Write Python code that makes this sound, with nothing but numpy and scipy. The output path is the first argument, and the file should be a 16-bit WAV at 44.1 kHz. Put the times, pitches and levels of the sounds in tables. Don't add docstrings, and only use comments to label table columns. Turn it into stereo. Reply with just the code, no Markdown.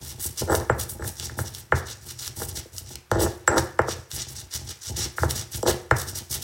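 import sys
import numpy as np
from scipy import signal
from scipy.fft import rfft, irfft, next_fast_len
from scipy.io import wavfile
from scipy.ndimage import uniform_filter1d, map_coordinates

SR = 44100
rng = np.random.default_rng(int(sys.argv[2]) if len(sys.argv) > 2 else 0)


def pcm_store(signal):
    levels = np.round(np.clip(np.atleast_2d(signal), -1, 1) * 32767)
    wavfile.write(sys.argv[1], SR, levels.astype(np.int16).T)


N = 283563

# (frequency [Hz], relative density [dB per Hz])
GRIT_SPECTRUM = [(150, -31), (350, -8), (600, -15.5), (1200, -10.5), (2000, -4.5), (2550, -5), (3300, -0.5),
                 (4700, -1), (5600, 4.5), (7000, -2), (8200, -2), (10500, -8), (16000, -12.5)]
# (frequency [Hz], width [Hz], relative level [dB])
BOWL_MODES = [(209, 56, 0), (345.4, 42, 10.5), (503, 121, 12), (884, 290, 8.5), (1387, 253, 7.5),
              (1694, 146, 10.5), (2040, 480, 4.5)]
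# (frequency [Hz], width [Hz], relative level [dB])
TABLE_MODES = [(67.3, 28.5, 0.5), (89.3, 25, 4), (128.6, 16, 0), (229, 36.3, -15.5), (356, 35, -15.5)]
# (frequency [Hz], relative density [dB per Hz])
BUMP_SPECTRUM = [(25, -16), (55, -7.5), (400, -2.5), (900, 11.5), (3000, -78)]


def amp(db):
    return 10 ** (np.asarray(db) / 20)


def unit(x):
    return x / np.sqrt(np.mean(x ** 2) + 1e-20)


def along(points, hz):
    f, v = np.transpose(points)
    return np.interp(np.log(hz + 1), np.log(f + 1), v)


def wobble(rate):
    knots = rng.standard_normal(int(N * rate / SR) + 4)
    return map_coordinates(knots, [np.arange(N) * rate / SR])


def filtered(x, response):
    n = x.shape[-1]
    m = 2 * next_fast_len(n // 2 + SR // 10, real=True)
    spectrum = rfft(x, m) * response(np.fft.rfftfreq(m, 1 / SR))
    return irfft(spectrum, m)[..., :n]


def coloured(x, spectrum):
    def response(hz):
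        cepstrum = irfft(np.log(amp(along(spectrum, hz))))
        half = len(cepstrum) // 2
        folded = np.r_[cepstrum[0], 2 * cepstrum[1:half]]
        return np.exp(rfft(folded, 2 * half))
    return filtered(x, response)


def resonate(x, modes):
    def response(f):
        total = 0
        for k, (centre, width, db) in enumerate(modes):
            damping = 1j * f * width
            total = total + (-1) ** k * amp(db) * damping / (centre * centre - f * f + damping)
        return total
    return filtered(x, response)


def add(track, s, sound):
    part = track[max(round(s * SR), 0):][:len(sound)]
    part += sound[:len(part)]


def fractures(rate, spread_db, size=N):
    sizes = amp(spread_db * np.minimum(rng.standard_exponential(size), 4))
    struck = rng.random(size) < rate / SR
    return struck * sizes * rng.choice([-1, 1], size)


def levelled(x, size):
    power = uniform_filter1d(uniform_filter1d(x ** 2, size), size // 2)
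    return x / np.sqrt(np.abs(power) + 1e-4 * np.mean(x ** 2))


def stroke(s, length, db, swell_db, attack, release, tail_db, tail):
    out = np.zeros(N)
    t = np.arange(-min(SR // 10, round(s * SR)), SR * 3 // 4) / SR
    before, after = np.maximum(-t, 0), np.maximum(t - length, 0)
    held_db = db - swell_db * (1 - np.clip(t / length, 0, 1)) - 60 * before / attack
    fall_db = np.maximum(-60 * after / release, tail_db - 60 * after / tail)
    add(out, s + t[0], amp(held_db + fall_db))
    return out


def crunch(rate=3000, spread_db=1.5, clump_db=2.5, own_db=3.0, level_db=-1.0):
    gain, tilt_db = crushing()
    clumps = fractures(rate, spread_db) * amp(clump_db * wobble(140))
    grains = coloured(clumps, GRIT_SPECTRUM)
    fine = filtered(grains, lambda hz: hz ** 8 / (hz ** 8 + 8500. ** 8))
    coarse = filtered(grains, lambda hz: 1 / (1 + (hz / 4500) ** 8))
    sizes = [coarse, grains - coarse - fine, amp(tilt_db) * fine]
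    mix = sum(part * amp(own_db * wobble(60)) for part in sizes)
    return amp(level_db) * gain * levelled(mix, size=700)


def crushing(attack=0.048, release=0.11, tail_db=-11, tail=0.4, dust_db=-13, dust_tilt_db=3):
    # (start [s], length [s], relative level at the end [dB],
    # swell on the way [dB], fineness as treble tilt [dB])
    heap_strokes = [(.02, 0.096, -35.5, 6, 8.5), (0.203, 0.06, -24.5, 8, 13), (.378, 0.025, -25, 5, 5.5),
                    (0.506, 0.056, -26, 12, 12), (0.798, 0.037, -32, -6.5, 13),
                    (0.897, 0.042, -39.5, -10, 20.5), (1.027, 0.056, -27.5, 18, 8.5),
                    (1.16, 0.098, -30, 14.5, 3), (1.385, 0.036, -35.5, -3, 12),
                    (1.444, 0.031, -33.5, 12, 6), (1.539, 0.065, -39.5, 2, 8),
                    (1.758, .03, -36.5, -0.5, 3.5), (1.864, 0.057, -33.5, 7, 2.5),
                    (2.014, 0.095, -33.5, 18.5, 8.5), (2.19, 0.082, -32.5, 2.5, 4),
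                    (2.367, 0.077, -30.5, 5.5, 14), (2.488, 0.0078, -32.5, -1, 4.5),
                    (2.562, 0.029, -32.5, -3.5, 5.5), (2.73, 0.061, -35, 13, 13), (2.866, 0.064, -40, 5, 2),
                    (3.122, 0.053, -46.5, -3, -3), (3.197, 0.038, -22.5, 8.5, 5.5),
                    (3.478, 0.07, -46, -2, -3), (3.574, 0.0085, -23.5, 4.5, 2.5),
                    (3.886, 0.035, -28.5, 4.5, -2), (4.109, 0.052, -29, 12.5, 9),
                    (4.175, 0.045, -28.5, 6, -6), (4.285, 0.046, -42, -4, 9), (4.36, 0.049, -37, -1, -0.5),
                    (4.515, 0.043, -26, 13.5, 0.5), (4.662, 0.046, -31, 13, -3), (4.819, 0.072, -31, 9, 0),
                    (4.969, 0.078, -26.5, 1.5, -1), (5.17, 0.074, -35, 5, 8), (5.292, 0.014, -25, 12, 8),
                    (5.355, 0.061, -32, -3, -0.5), (5.521, 0.044, -28, 8.5, 7),
                    (5.676, 0.032, -24, -3.5, 1.5), (5.968, 0.052, -30, 1.5, 5),
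                    (6.074, 0.018, -29.5, 7, 5.5), (6.157, 0.031, -30.5, -0.5, 5),
                    (6.311, 0.045, -25.5, 2, 7.5), (6.426, 0.014, -26, 3.5, 2)]
    dust_full_db = -41
    heaps = []
    for s, length, db, swell_db, tilt_db in heap_strokes:
        gain = stroke(s, length, db, swell_db, attack, release, tail_db, tail)
        heaps.append((gain ** 2, tilt_db))
    dust = amp(dust_db) ** 2 * np.minimum(load(), amp(dust_full_db) ** 2) + 1e-12
    heaps.append((dust, dust_tilt_db))
    power = sum(p for p, _ in heaps)
    mean_tilt_db = sum(p * tilt_db for p, tilt_db in heaps) / power
    return np.sqrt(power), mean_tilt_db


def snaps(life=0.0096, level_db=-13):
    # (time [s], relative level [dB])
    seed_snaps = [(0.197, -31.5), (0.527, -27), (0.551, -16.5), (0.6003, -30), (0.895, -28),
                  (1.1981, -20.5), (1.3887, -39), (1.5487, -23.5), (2.1908, -29), (2.2779, -20.5),
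                  (2.782, -23.5), (2.9557, -22.5), (3.1146, -19), (3.2046, -23), (3.476, -19), (3.58, -15),
                  (3.7903, -31.5), (3.818, -36), (4.115, -24), (4.5386, -22.5), (4.9696, -42),
                  (5.3088, -16), (5.6285, -24), (5.9112, -25), (6.3034, -43)]
    out, t = np.zeros(N), np.arange(SR // 20) / SR
    for s, db in seed_snaps:
        cracks = fractures(20000, 3.8, size=len(t))
        crack = cracks * amp(-60 * t / life)
        add(out, s, amp(db + level_db) * unit(crack))
    return coloured(out, GRIT_SPECTRUM)


def knocks(level_db=-2, thump_db=-23, travel=.004, lead=0.002636, spot_db=1):
    # (time [s], relative level [dB], bass weight [dB])
    blows = [(0.417, -22, 44), (0.475, -31, 32), (0.506, -27, 16), (0.528, -10, 5), (0.697, -2, 2.5),
             (1.022, -21.5, -15), (1.045, -25, -23), (1.295, -24, -18), (1.388, -13, -2), (1.722, 0.5, -4),
             (2.417, -20, -2), (2.653, -35, 72), (3.114, -5.5, 6.5), (3.156, -17, 21), (3.477, 1.5, -7),
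             (3.55, -21, 15), (3.559, -16, 20), (3.569, -7.5, 9), (3.581, -7, -7), (3.791, 0, 3),
             (3.882, -16, 16), (5.182, -10.5, -11), (5.232, -5.5, 4.5), (5.629, -15, 26),
             (5.661, -12.5, 19), (5.911, 2, -5.5)]
    # (frequency [Hz], relative level [dB])
    contact_edge = [(2050, -3), (2450, -5.5), (3200, -8), (4200, -25), (7000, -24)]
    out, t = np.zeros(N), np.arange(SR // 8) / SR
    tap = 1. * (t == 0)
    thump = bending(resonate(coloured(tap, BUMP_SPECTRUM), TABLE_MODES), travel)
    spots = spot_db * rng.standard_normal((len(blows), len(BOWL_MODES)))
    for (s, db, bass), spot in zip(blows, spots):
        cushion = [(60, bass - 6), (260, bass + 6), (500, bass), (1250, bass / 2 + 4), (1750, 2.2)]
        force = coloured(tap, [*cushion, *contact_edge])
        modes = BOWL_MODES + np.outer(spot, [0, 0, 1])
        hollow = bending(resonate(force, modes), travel)
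        blow = amp(level_db) * hollow / np.abs(hollow).max() + amp(thump_db) * thump / np.abs(thump).max()
        add(out, s - lead, amp(db) * blow)
    return out


def bending(x, travel):
    return filtered(x, lambda hz: np.exp(-4j * np.pi * travel * np.sqrt(1000 * hz)))


def pings():
    # (time [s], relative level [dB])
    bare_contacts = [(0.699, -32.5), (1.722, -46), (3.4775, -13.5), (3.79, -41), (5.6291, -35),
                     (5.911, -37)]
    out = np.zeros(N)
    for s, db in bare_contacts:
        add(out, s, amp(db) * ping(np.arange(SR // 8) / SR))
    return out


def ping(t):
    # (frequency [Hz], relative level [dB], 60 dB decay time [s])
    pestle_modes = [(7625, 0, .065), (7900, -14, .06)]
    return sum(amp(db - 60 * t / t60) * np.sin(2 * np.pi * hz * t) for hz, db, t60 in pestle_modes)


def drags(rate=600, spread_db=4.5, level_db=-1, stiffen=1.035, attack=0.017, release=0.036, tail_db=-15, tail=0.14):
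    # (start [s], length [s], relative level at the end [dB],
    # swell on the way [dB], pestle's ring relative to the stroke [dB])
    bare_drags = [(0.413, 0.011, -33, 3, -30), (0.478, 0.025, -29.5, 1, -20),
                  (0.499, 0.031, -20.5, 3, -14.5), (0.529, 0.017, -17.5, 5, -30),
                  (0.597, 0.044, -42, -12, -30), (0.997, 0.061, -40.5, -5, -18),
                  (2.398, 0.034, -30, 13, -23), (3.127, .14, -20, 10, -24), (3.49, 0.105, -22.5, 0, -23),
                  (3.872, 0.014, -38, 14, -24), (5.66, 0.041, -16.5, 4.5, -25)]
    # (frequency [Hz], relative density [dB per Hz])
    rasp_spectrum = [(150, -6), (280, 9.5), (480, 1), (800, -1.5), (1200, -6.5), (1750, -7.5), (2200, -20),
                     (3500, -19), (6000, -77)]
    force, squeak = np.zeros(N), np.zeros(N)
    for s, length, db, swell_db, ring_db in bare_drags:
        gain = stroke(s, length, db, swell_db, attack, release, tail_db, tail)
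        force += gain
        squeak += amp(ring_db) * gain
    slips = fractures(rate, spread_db)
    rasp = resonate(coloured(slips, rasp_spectrum), BOWL_MODES)
    pressed_ring = ping(stiffen * np.arange(SR // 8) / SR)
    ring = signal.oaconvolve(slips, pressed_ring)[:N]
    return amp(level_db) * force * levelled(rasp, size=700) + squeak * unit(ring)


def rumble(rate=170, spread_db=3, level_db=-1):
    bumps = coloured(fractures(rate, spread_db), BUMP_SPECTRUM)
    shaken = levelled(resonate(bumps, TABLE_MODES), size=1500)
    return amp(level_db) * np.sqrt(load()) * shaken


def load(attack=0.054, release=0.21, tail_db=-12, tail=0.85, swell_db=-1.1):
    # (start [s], length [s], relative level [dB])
    arm_pushes = [(0.018, 0.2, -41.5), (0.259, 0.042, -35.5), (0.424, 0.016, -26), (0.508, 0.098, -27),
                  (0.71, 0.016, -22.5), (0.786, 0.05, -33.5), (0.918, 0.052, -39.5), (1.019, 0.069, -32),
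                  (1.2, 0.26, -38.5), (1.398, 0.017, -26), (1.47, 0.16, -46), (1.738, 0.015, -19.5),
                  (2.029, 0.2, -45), (2.278, 0.042, -41), (2.377, 0.23, -37), (2.738, 0.24, -43),
                  (3.127, 0.15, -25.5), (3.576, 0.048, -27), (3.789, 0.21, -38), (4.138, 0.075, -37.5),
                  (4.255, 0.2, -43), (4.555, 0.15, -38.5), (4.888, 0.18, -32.5), (5.224, 0.05, -23),
                  (5.313, 0.1, -34), (5.551, 0.042, -33), (5.679, 0.058, -28.5), (5.926, 0.015, -21.5),
                  (5.968, 0.25, -39), (6.309, 0.09, -37.5)]
    return sum(stroke(s, length, db, swell_db, attack, release, tail_db, tail) ** 2
               for s, length, db in arm_pushes)


def echo(x, space, delay):
    f, t60, level = np.transpose(space)
    hz, t, z = signal.stft(rng.standard_normal((2, SR // 2)), SR, nperseg=128)
    fade = amp(-60 * t / along(np.c_[f, t60], hz)[:, None])
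    even_fade = fade / np.sqrt(np.mean(fade ** 2, axis=1, keepdims=True))
    tail = signal.istft(z * even_fade, SR, nperseg=128)[1]
    tail = coloured(tail / np.sqrt(tail.shape[1]), np.c_[f, level])
    late = np.pad(x, (round(delay * SR), 0))
    return signal.oaconvolve(late[None], tail, axes=1)[:, :N]


def air(level_db=-59):
    # (frequency [Hz], relative density [dB per Hz])
    air_spectrum = [(25, -20.5), (60, -12), (130, -32), (300, -18.5), (1500, -13), (4000, -22),
                    (16000, -28)]
    shared = rng.standard_normal(N)
    hush = shared + 0.75 * rng.standard_normal((2, N))
    return amp(level_db) * unit(coloured(hush, air_spectrum))


def scene(flank_db=-14):
    # (frequency [Hz], lead [rad])
    port_lead = [(450, 0), (850, .6), (1400, .3), (1900, -1.2), (2400, -2.7), (3200, -4.8), (4200, -6.1),
                 (4900, -7.1), (5700, -6.4), (6400, -6.2), (7150, -5.2), (8200, -6.3)]
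    # (frequency [Hz], lean [dB])
    port_lean = [(130, 0), (300, 3), (600, 3), (1200, 0)]
    # (frequency [Hz], 60 dB decay time [s], relative level [dB])
    bowl_echo = [(102, 0.0079, -82), (425, 0.013, -4), (1000, 0.18, -5.5), (2870, 0.021, -6),
                 (6940, 0.0071, -0.5), (11900, 0.0042, -19)]
    # (frequency [Hz], 60 dB decay time [s], relative level [dB])
    kitchen_echo = [(70, 0.072, -23.5), (203, 1, -14), (470, 0.24, -2), (1570, 0.57, -6),
                    (3150, 0.32, -7.5), (7840, 0.27, -9.5), (15000, 0.24, -15)]
    mortar = crunch() + snaps() + knocks() + pings() + drags() + rumble()
    sides = np.array([[.5], [-.5]])
    wide = mortar + 2 * sides * amp(flank_db) * crunch()

    def ports(hz):
        return np.exp(1j * sides * along(port_lead, hz)) * amp(sides * along(port_lean, hz))
    direct = filtered(wide, ports)
    return direct + echo(mortar, bowl_echo, delay=.0008) + echo(mortar, kitchen_echo, delay=.005) + air()


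def record(dry, top_hz=16100):
    rounded = dry / (1 + np.abs(dry) ** 8) ** (1 / 8)
    return filtered(rounded, lambda hz: 1 / (1 + (hz / top_hz) ** 160))


dry = scene()
out = record(dry)
pcm_store(out)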